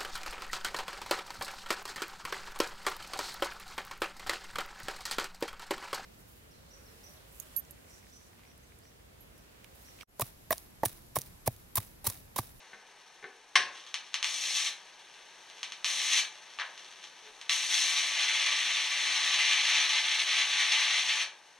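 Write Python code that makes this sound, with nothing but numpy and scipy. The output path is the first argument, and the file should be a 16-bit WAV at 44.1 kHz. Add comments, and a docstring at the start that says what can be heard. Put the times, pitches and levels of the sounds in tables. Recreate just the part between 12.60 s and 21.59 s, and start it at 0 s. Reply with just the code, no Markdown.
"""Over a dull rush of air, a hand knocks softly on a steel case; then a mains supply is switched on with a clack.
Sparks snap at a wire touching salt water in a cup; an arc flares up twice, then burns for almost four seconds.
The arc is noise made of tiny bursts, hissing and sputtering over a faint hum; hot water simmers as sparse crackle.
Knocks, clack and relay are short rattles, the case rings in decaying sines, and the room is small and hard."""
import sys
import numpy as np
from scipy import signal
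from scipy.fft import rfft, irfft, next_fast_len
from scipy.io import wavfile
from scipy.ndimage import uniform_filter1d

SR = 44100
rng = np.random.default_rng(int(sys.argv[2]) if len(sys.argv) > 2 else 0)


def materialize(psi):
    """Save the field psi as 16-bit PCM at rate SR to the path in sys.argv[1].

    A 1-D psi becomes a single channel; in a 2-D psi each row is a channel.
    """
    bounded = np.clip(np.atleast_2d(psi).T, -1, 1)
    quanta = np.round(bounded * 32767).astype(np.int16)
    wavfile.write(sys.argv[1], SR, quanta)


N = 396459
TIME = np.arange(N) / SR  # s

# Levels are relative where a layer adds a trim of its own.
# steady rush of the room: [t/s, level/dB]
AIR_LEVEL = [(0, -53), (.2, -55), (.6, -55), (.9, -56.5), (3, -53), (8.99, -56)]
# colour of the rush: [f/Hz, level/dB]
AIR_COLOUR = [(16, -32), (30, -15), (48, -19), (117, -37.5), (134, -20.5), (198, -15.5), (255, -18),
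              (377, -8.5), (665, -7.5), (892, -1.5), (1110, -7.5), (1540, -3.5), (1670, -4.5), (3000, -9.5),
              (3900, -67), (6600, -120)]
# colour of the flickering hiss above it: [f/Hz, level/dB]
TREBLE_AIR_COLOUR = [(1500, -27), (3000, -2.5), (4200, -2), (5600, -3.5), (6500, -3.5), (7400, -11.5),
                     (8700, -8.5), (9800, -21), (10800, -13.5), (12500, -23), (13300, -31)]
TREBLE_AIR_DB = -1
DRONE_HZ, DRONE_DB = 130, -87.5

# transformer hum: multiples of the mains frequency
HUM_ORDERS = (4, 6, 8, 12)
# mean level of each hum line: [level/dB]
HUM_LEVELS = [-74, -77.5, -78, -68]
MAINS_HZ, HUM_WAVER_DB = 50, 2.8

# fingers on the case: [t/s, level/dB, rattle decay/s, brightness f/Hz, boom level above knock/dB, boom f/Hz]
TOUCHES = [(.133, -34, 0.0042, 2100, -29, 207), (.627, -37, 0.0036, 2100, -13, 425),
           (.642, -30, 0.0039, 2200, -19, 383), (4.67, -48, 0.012, 6000, -13, 432)]
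# resonances of the hand-damped case: [f/Hz, width/Hz, level/dB]
CASE_MODES = [(470, 120, -3), (805, 130, -3.5), (1115, 69, -1), (1545, 80, 9.5), (1730, 100, 6),
              (1800, 90, -5), (2060, 130, 1), (2140, 110, 2), (3440, 1100, -8)]
# the steel case rings on after the switch, and the 133.3 Hz row is a low thump of the transformer as it is
# switched on: [f/Hz, level/dB, t60/s]
CASE_RING = [(133.3, -64, 0.68), (218, -62.5, 0.76), (384, -51, 0.35), (571, -45.5, 0.36),
             (730, -39.5, 0.45), (1066, -18.5, 0.06), (1066, -38, 0.57), (1669, -40, 0.42),
             (1810, -38, 0.33), (2130, -15.5, 0.065), (2730, -37, .18), (3120, -19, .05)]
PANEL_OVERTONE, PANEL_OVERTONE_DB = 1.95, -9  # frequency ratio, level above the boom
SQUEAK_HZ, SQUEAK_DB, RUB_DB = 434, -56.5, -60
SQUEAK_MIDDLE_S, SQUEAK_HALF_S = 4.684, .027

# the switch lets go, slams shut and bounces: [t/s, level/dB, rattle decay/s, brightness f/Hz]
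CLACKS = [(0.9545, -24, 0.0016, 9000), (0.9563, -10, 0.0032, 11000), (0.9588, -11.5, 0.0012, 6000),
          (0.9622, -12.5, 0.00095, 8000)]
# colour of the clack: [f/Hz, level/dB]
CLACK_COLOUR = [(40, -34), (150, -37), (220, -31), (280, -27), (400, -12.5), (500, -19), (570, -17),
                (650, -24), (880, -9), (980, -13), (1080, 2), (1230, -7), (1350, -7), (1600, 4.5),
                (2200, -1.5), (3150, -2.5), (4100, -2.5), (5600, -3), (7000, -15), (8800, -14.5),
                (14500, -43)]
# the relay in the supply chatters: [t/s, level/dB, rattle decay/s, brightness f/Hz]
RELAY = [(3.988, -26.5, 0.00076, 10000), (3.9924, -29, .0005, 9000), (3.9976, -28, 0.0071, 9000),
         (4.0014, -24, .001, 8000), (4.009, -29, 0.0043, 7000), (4.0186, -31, .001, 9000)]
# colour of the relay: [f/Hz, level/dB]
RELAY_COLOUR = [(200, -45), (450, -22), (600, -13), (900, -7), (1300, 0), (1680, 4), (2100, -2.5),
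                (3000, -1.5), (4000, -5), (6000, -14.5), (9000, -28), (13000, -57)]
TICK_DB = 15  # first tick above the start of its rattle, before both are dulled

# water simmering round the hot wire: [t/s, level/dB]
SIMMER_LEVEL = [(1.2, -48), (2.25, -51), (2.7, -54), (3.0, -50.5), (3.8, -49.5), (4.25, -46.5), (4.62, -53)]
# colour of the simmer: [f/Hz, level/dB]
FIZZ_COLOUR = [(290, -47), (500, -31), (1120, -6.5), (1420, -5), (3470, 1), (4990, -4.5), (5980, -2.5),
               (12500, -27), (14000, -65)]
# sparks at the wire, and one very faint crackle at 2.9 s: [t/s, level/dB]
SPARKS_AND_CRACKLE = [(1.3424, -21), (1.5423, -18.5), (1.628, -19.5), (1.6443, -19), (2.9, -41),
                      (3.031, -24), (3.1213, -29.5), (3.2451, -18.5), (4.178, -38), (4.4410, -36),
                      (4.814, -33.5), (4.8955, -16.5)]
# colour of these snaps: [f/Hz, level/dB]
SPARK_COLOUR = [(120, -101), (200, -52), (1150, -11), (1560, -9.5), (3030, -2), (4930, -6), (6350, -7.5),
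                (7330, -15), (8770, -18.5), (14800, -44)]

# arc burns: [strikes t/s, goes out t/s, hiss level/dB, crest gain/dB]
BURNS = [(1.637, 2.087, -45, 10.5), (3.244, 3.601, -40.5, 16), (4.892, 8.628, -37, 6)]
# colour of the arc: [f/Hz, level/dB]
ARC_COLOUR = [(59, -72), (100, -45), (191, -48), (380, -28.5), (520, -27.5), (860, -14), (965, -17),
              (1060, -13), (1390, -12), (2030, -3.5), (2900, -3), (3400, -2.1), (4130, -3.5), (4880, -8),
              (6150, -6.5), (7420, -13.5), (8590, -17), (13300, -35), (14800, -72)]
# growth of the arc: [t/s, gain/dB]
GROWTH = [(5.0, -3.5), (5.48, 1), (5.62, 6), (6.1, 5), (6.3, 3), (6.6, 4.5), (6.8, 9), (7.7, 8), (8.35, 8),
          (8.6, 3.5)]
# the arc falters: [t/s, depth/dB, half length/s]
FALTERS = [(6.777, 5, .012), (7.024, 12, 0.0067), (7.274, 10, 0.012), (7.419, 10.5, 0.012),
           (7.474, 13, 0.0055), (7.565, 15, 0.0086), (7.642, 10, 0.016), (7.869, 6.5, 0.022),
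           (8.068, 4, 0.014), (8.437, 6, 0.031), (8.557, 3, 0.011)]
# brief swells of the arc, and one slight dip at 5.21 s: [t/s, gain/dB]
SWELLS_AND_DIP = [(1.97, 2.5), (2.065, 9), (3.4, 3.5), (3.52, 2), (5.21, -1.5), (5.374, 8), (6.75, 2.5),
                  (6.89, 2.5), (7.37, 3), (7.69, 4), (8.5, 5)]
SWELL_HALF_S, STRIKE_S, QUENCH_S = 0.012, 0.0039, 0.013
KICK_DB, KICK_S = 11.5, 0.032  # every burn starts with a kick that soon fades
# then it swells to a bright crest as the water at the wire boils away
CREST_AGE_S, CREST_RISE_S, CREST_FALL_S, CREST_SIZZLE_DB = 0.335, 0.11, 0.089, 5.5
SETTLE_AGE_S, SETTLE_S, SETTLE_SIZZLE_DB = 0.53, 0.17, -5.5  # an older burn loses its fine sizzle
# roar and sizzle: level when the hiss is at its usual level, and share of its swing that they follow
USUAL_HISS_DB = -36.5
ROAR_DB, ROAR_FOLLOWS = -48.5, 0.41
SIZZLE_DB, SIZZLE_FOLLOWS = -35.5, 0.23
SPUTTER_DB = 1.15  # slower part of the random unsteadiness, rms

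# echoes from bench, case and wall: [delay/s, signed relative strength]
ECHOES = [(.001488, .2), (.001696, .18), (.003104, -.2), (.003764, -.22), (.004036, -.2), (.0058, .15),
          (.006856, .32), (.007808, .3), (.009264, -.2), (.01116, .17), (.011756, .18), (.0121, .2)]
# decay of the room: [f/Hz, t60/s]
ROOM_T60 = [(200, 0.41), (530, 0.79), (1390, 0.34), (3680, 0.3), (9700, 0.24)]
EVEN_HZ = 90  # base width of the bands over which rattles and echoes are evened
# stereo width: [f/Hz, left-right likeness 0..1]
LIKENESS = [(60, 0.78), (300, 0.94), (1400, 0.93), (3000, 0.84), (4600, 0.95), (6500, 0.59), (9000, 0.36),
            (14000, .2)]
# stereo balance: [f/Hz, left minus right level/dB]
LEAN = [(100, 0), (500, 2.5), (1100, 2.5), (2400, 2.5), (3400, -0.5), (4600, 1.5), (5600, 6.5), (8500, 7.5),
        (10500, 4.5), (12500, -0.5)]
# stereo phase: [f/Hz, lead of the left side/rad]
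LEAD = [(100, -0.071), (3600, 0.062), (4600, 0.81), (5400, 0.81), (7000, 0.15), (8300, 0.98), (9200, -1.35),
        (11000, -1.4), (13000, -0.15)]
# dips of the microphone ports: [f/Hz, width/Hz]
PORT_DIPS = [(1400, 131), (4900, 600), (7400, 1350), (9880, 1040), (11950, 1030)]
CUTOFF_HZ = 14700


def from_db(db):
    """Decibels to amplitude gain."""
    return 10 ** (np.asarray(db) / 20)


def rms_one(x):
    """Scale to rms 1."""
    return x / np.sqrt(np.mean(x ** 2) + 1e-20)


def at_hz(points, hz):
    """Read a curve on a log-frequency axis."""
    point_hz, values = np.array(points)[:, 0], np.array(points)[:, 1]
    return np.interp(np.log(hz + 1), np.log(point_hz), values)


def over_time(points):
    """Draw straight lines between [t/s, value] points."""
    return np.interp(TIME, *np.transpose(points))


def bump(s, half_s):
    """A smooth bell-shaped rise and fall of height 1 round time s."""
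    return np.exp(-np.minimum(((TIME - s) / half_s) ** 2 / 2, 20))


def sine(hz):
    """A steady sine of amplitude 1."""
    return np.sin(2 * np.pi * hz * TIME)


def butter(x, hz, kind):
    """Second-order low- or high-pass."""
    return signal.sosfilt(signal.butter(2, min(hz, SR / 2 - 1), kind, fs=SR, output="sos"), x + 1e-18)


def drift(rate):
    """Smooth random wander of rms 1, from noise through two equal poles; a higher rate (Hz) is quicker."""
    step = 40  # samples between drawn points
    r = np.exp(-2 * step * np.pi * rate / SR)
    noise = rng.standard_normal(N // step + 2002)
    slow = rms_one(signal.lfilter([1], [1, -2 * r, r * r], noise)[2000:])
    return np.interp(np.arange(N) / step, np.arange(len(slow)), slow)


def shaped(x, level_db, size=4096):
    """Minimum-phase filter whose gain in dB is a function of frequency."""
    cepstrum = irfft(np.log(from_db(level_db(np.fft.rfftfreq(size, 1 / SR)))))
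    # fold the cepstrum onto positive times to make the filter causal
    cepstrum[1:size // 2] *= 2
    cepstrum[size // 2 + 1:] = 0
    response = irfft(np.exp(rfft(cepstrum)))
    return signal.oaconvolve(x, response)[:len(x)]


def colour(x, spectrum):
    """Give a white signal a spectrum and keep its power."""
    power = np.mean(from_db(at_hz(spectrum, np.arange(0, SR / 2, 10))) ** 2)
    return shaped(x, lambda hz: at_hz(spectrum, hz)) / np.sqrt(power)


def resonate(x, modes):
    """Parallel two-pole resonances that keep the power of white noise."""
    out, power = 0, 0
    for hz, width, db in modes:
        r = np.exp(-np.pi * width / SR)
        zeros = [(1 - r * r) / 2, 0, (r * r - 1) / 2]
        poles = [1, -2 * r * np.cos(2 * np.pi * hz / SR), r * r]
        out = out + from_db(db) * signal.lfilter(zeros, poles, x + 1e-18)
        power += from_db(db) ** 2 * (1 - r)
    return out / np.sqrt(power)


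def band_power(x, width_hz):
    """Power spectrum averaged over the channels and over bands of a given width."""
    power = np.mean(np.abs(rfft(np.atleast_2d(x))) ** 2, axis=0)
    return uniform_filter1d(power, round(width_hz * x.shape[-1] / SR))


def evened(x, power):
    """Level the chance peaks of a short sound (channels x samples) to a given power spectrum."""
    hz = np.fft.rfftfreq(x.shape[1], 1 / SR)
    gain_db = 10 * np.log10((power + 1e-9) / (band_power(x, EVEN_HZ) + 1e-9))
    return np.array([shaped(side, lambda f: np.interp(f, hz, gain_db)) for side in x])


def stereo_noise(size):
    """White noise whose left-right likeness varies with frequency, by mixing mid and side noise."""
    alike = np.clip(at_hz(LIKENESS, np.fft.rfftfreq(2 * size, 1 / SR)), 0, 1)
    mid, side = rfft(rng.standard_normal((2, 2 * size)))
    spectrum = np.sqrt((1 + alike) / 2) * mid + np.sqrt((1 - alike) / 2) * side * [[1], [-1]]
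    return irfft(spectrum)[:, :size]


def crackle(per_s, spread_db):
    """Tiny impulses at random moments, mostly weak and a few strong; rms 1."""
    sizes = from_db(spread_db * np.minimum(rng.exponential(1, N), 4)) * rng.choice([-1, 1], N)
    return rms_one(sizes * (rng.random(N) < per_s / SR))


def contact(s, db, seconds, bright_hz, size=8192):
    """Surfaces meet with one tick and a short decaying rattle, duller when they are soft."""
    rattle = rng.standard_normal(size) * np.exp(-np.arange(size) / SR / seconds)
    rattle[0] = from_db(TICK_DB)
    dulled = butter(rattle, bright_hz, "low")
    return from_db(db) * np.pad(dulled, (round(s * SR), 0))[:size]


def blow(contacts):
    """A quick run of contacts makes one broadband crack, evened so that it has no pitch of its own."""
    start = contacts[0][0]
    crack = sum(contact(max(s - start, 0), *rest) for s, *rest in contacts)
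    crack = evened(crack[None], band_power(crack, 20 * EVEN_HZ))[0]
    return np.pad(crack, (round(start * SR), N))[:N]


def ring(s, hz, db, t60, size=32768):
    """One mode, struck at time s: a decaying sine that builds up over a few cycles."""
    age = np.arange(size) / SR
    decay = from_db(db - 60 * age / t60)
    tone = np.sin(2 * np.pi * hz * age) * decay * (1 - np.exp(-age * hz / 2))
    return np.pad(tone, (round(s * SR), N))[:N]


def workshop(x, tail_db, build_s, size=20000):
    """Direct sound, near echoes, then a diffuse tail that dies band by band and favours no single pitch."""
    age, hz = np.arange(size) / SR, np.fft.rfftfreq(size, 1 / SR)
    noise, centres = rfft(stereo_noise(size)), np.geomspace(125, 16000, 8)
    tail = 0
    for centre, share in zip(centres, np.eye(len(centres))):
        band = irfft(noise * at_hz(np.c_[centres, share], hz))
        tail = tail + band * from_db(-60 * age / at_hz(ROOM_T60, centre))
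    tail = tail * (1 - np.exp(-age / build_s))
    tail = from_db(tail_db) * rms_one(tail) / np.sqrt(size)
    echoes = sum(gain * np.exp(-2j * np.pi * hz * delay) for delay, gain in ECHOES)
    near = irfft(1 + from_db(-1.0) * echoes) * (age < size / SR / 2)
    smooth_power = band_power(near, EVEN_HZ) + band_power(tail, 10 * EVEN_HZ)
    response = rms_one(evened(near + tail, smooth_power)) / np.sqrt(size)
    return signal.oaconvolve(x[None], response, axes=1)[:, :N]


def air():
    """A steady dull rush with a faint, slightly flickering hiss above it, both coloured stereo noise."""
    low, high = (stereo_noise(next_fast_len(N))[:, :N] for layer in range(2))
    flicker = from_db(TREBLE_AIR_DB + 1.1 * drift(35))
    rush = np.array([colour(a, AIR_COLOUR) + flicker * colour(b, TREBLE_AIR_COLOUR)
                     for a, b in zip(low, high)])
    return from_db(over_time(AIR_LEVEL) - 3.5) * rush


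def drone():
    """A faint steady sine in the room."""
    return from_db(DRONE_DB) * sine(DRONE_HZ)


def hum(lit):
    """The loaded transformer hums in mains harmonics that swell just after the arc strikes and waver at random."""
    lines = 0
    for order, db in zip(HUM_ORDERS, HUM_LEVELS):
        level = from_db(db + HUM_WAVER_DB * drift(10.0))
        lines = lines + level * np.sin(2 * np.pi * order * MAINS_HZ * TIME + .5 * drift(3.4))
    return butter(lit, 4.3, "low") * lines


def fingers():
    """Soft knocks and rubs stir the resonances of the hand-damped case."""
    knocks = sum(blow([row[:4]]) for row in TOUCHES)
    return from_db(-2.0) * resonate(knocks, CASE_MODES)


def case():
    """The sheet steel rings after the switch over a low transformer thump, booms in two modes under the
    fingers, squeaks under a thumb."""
    slam_s = CLACKS[1][0]
    steel = sum(ring(slam_s, *mode) for mode in CASE_RING)
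    booms = 0
    for s, db, seconds, bright_hz, boom_db, hz in TOUCHES:
        booms = booms + ring(s, hz, db + boom_db, t60=0.3)
        booms = booms + ring(s, hz * PANEL_OVERTONE, db + boom_db + PANEL_OVERTONE_DB, t60=0.59)
    squeak = from_db(SQUEAK_DB) * np.sin(2 * np.pi * SQUEAK_HZ * TIME + 0.85 * drift(28))
    grains = butter(butter(crackle(per_s=1800, spread_db=5.0), 900, "high"), 4000, "low")
    rustle = from_db(RUB_DB) * rms_one(grains)
    return steel + booms + bump(SQUEAK_MIDDLE_S, SQUEAK_HALF_S) * (squeak + rustle)


def switch():
    """Sprung contacts slam shut with a crack and bounce; later a relay clatters inside the supply."""
    return from_db(2.0) * colour(blow(CLACKS), CLACK_COLOUR) + colour(blow(RELAY), RELAY_COLOUR)


def simmer():
    """Small steam bubbles burst at random round the hot wire, from switch-on until just after the last burn."""
    hot = np.interp(TIME, [.96, 1.1, 8.6, 8.8], [0, 1, 1, 0])
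    bubbles = crackle(per_s=830, spread_db=4.0) * from_db(2.1 * drift(12))
    return hot * from_db(over_time(SIMMER_LEVEL) - 4.5) * colour(bubbles, FIZZ_COLOUR)


def sparks():
    """Each spark at the wire, and one very faint crackle at 2.9 s, is one sharp pressure pulse."""
    pulses = np.zeros(N)
    for s, db in SPARKS_AND_CRACKLE:
        pulses[round(s * SR)] += from_db(db + 19.5)
    return colour(pulses, SPARK_COLOUR)


def burning():
    """Each burn kicks, swells to a crest and settles; returns gains of hiss, roar, sizzle and current on/off."""
    swells_db = sum(db * bump(s, SWELL_HALF_S) for s, db in SWELLS_AND_DIP)
    falters_db = sum(db * bump(s, half_s) for s, db, half_s in FALTERS)
    drive_db = over_time(GROWTH) + swells_db - falters_db
    gains = 0
    for start, end, db, crest_db in BURNS:
        age = np.maximum(TIME - start, 0)
        lit = np.interp(TIME, [start, start + STRIKE_S, end, end + QUENCH_S], [0, 1, 1, 0])
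        past_crest = age - CREST_AGE_S
        crest = np.exp(-np.maximum(-past_crest / CREST_RISE_S, past_crest / CREST_FALL_S))
        settled = .5 + .5 * np.tanh((age - SETTLE_AGE_S) / SETTLE_S)
        hiss_db = db + drive_db + KICK_DB * np.exp(-age / KICK_S) + crest_db * crest
        swing_db = hiss_db - USUAL_HISS_DB
        roar_db = ROAR_DB + ROAR_FOLLOWS * swing_db
        sizzle_db = SIZZLE_DB + SIZZLE_FOLLOWS * swing_db
        sizzle_db = sizzle_db + CREST_SIZZLE_DB * crest + SETTLE_SIZZLE_DB * settled
        gains = gains + lit * np.array([from_db(hiss_db), from_db(roar_db), from_db(sizzle_db), np.ones(N)])
    return gains


def arc(hiss, roar, sizzle):
    """Water flashes to steam in thousands of tiny bursts a second, a little harder on each mains half wave."""
    bursts = crackle(per_s=3000, spread_db=3.0) + from_db(-9) * rng.standard_normal(N)
    sputter_db = SPUTTER_DB * drift(26) + 1.0 * drift(107) + .5 * sine(2 * MAINS_HZ)
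    steam = colour(rms_one(bursts * from_db(sputter_db)), ARC_COLOUR)
    low, high = butter(steam, 1450, "low"), butter(steam, 6180, "high")
    middle = butter(butter(steam, 1570, "high"), 4420, "low")
    # the outer bands are flipped in polarity
    return from_db(2.0) * hiss * middle - from_db(13) * roar * low - from_db(8.5) * sizzle * high


def scene():
    """The arc hisses at wire and water beside the supply; wire, water, switch and fingers get own room paths."""
    hiss, roar, sizzle, lit = burning()
    wire = from_db(0.1) * arc(hiss, roar, sizzle) + sparks()
    water = from_db(-9.0) * arc(hiss, roar, sizzle) + simmer()
    cup = workshop(wire, tail_db=0.5, build_s=0.0008) + workshop(water, tail_db=-0.5, build_s=0.0028)
    clatter = workshop(switch(), tail_db=0.0, build_s=0.0011)
    touches = workshop(fingers(), tail_db=-2.0, build_s=0.00082)
    supply = clatter + touches + case() + hum(lit)  # case and hum stay free of room echo
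    return cup + supply + air() + drone()


def record(dry):
    """The two microphone ports differ in level and phase and cut narrow dips; the top is cut."""
    size = next_fast_len(N + 4096)
    hz, side = np.fft.rfftfreq(size, 1 / SR), np.array([[.5], [-.5]])  # left, right
    balance = from_db(side * at_hz(LEAN, hz)) * np.exp(1j * side * at_hz(LEAD, hz))
    out = irfft(rfft(dry, size) * balance, size)[:, :N]
    for dip_hz, width in PORT_DIPS:
        dipped = signal.lfilter(*signal.iirnotch(dip_hz, dip_hz / width, fs=SR), out)
        out = dipped + from_db(-45) * (out - dipped)  # the dip is 45 dB deep
    return signal.sosfilt(signal.ellip(10, .2, 80, CUTOFF_HZ, fs=SR, output="sos"), out)


dry = scene()
out = record(dry)
materialize(out)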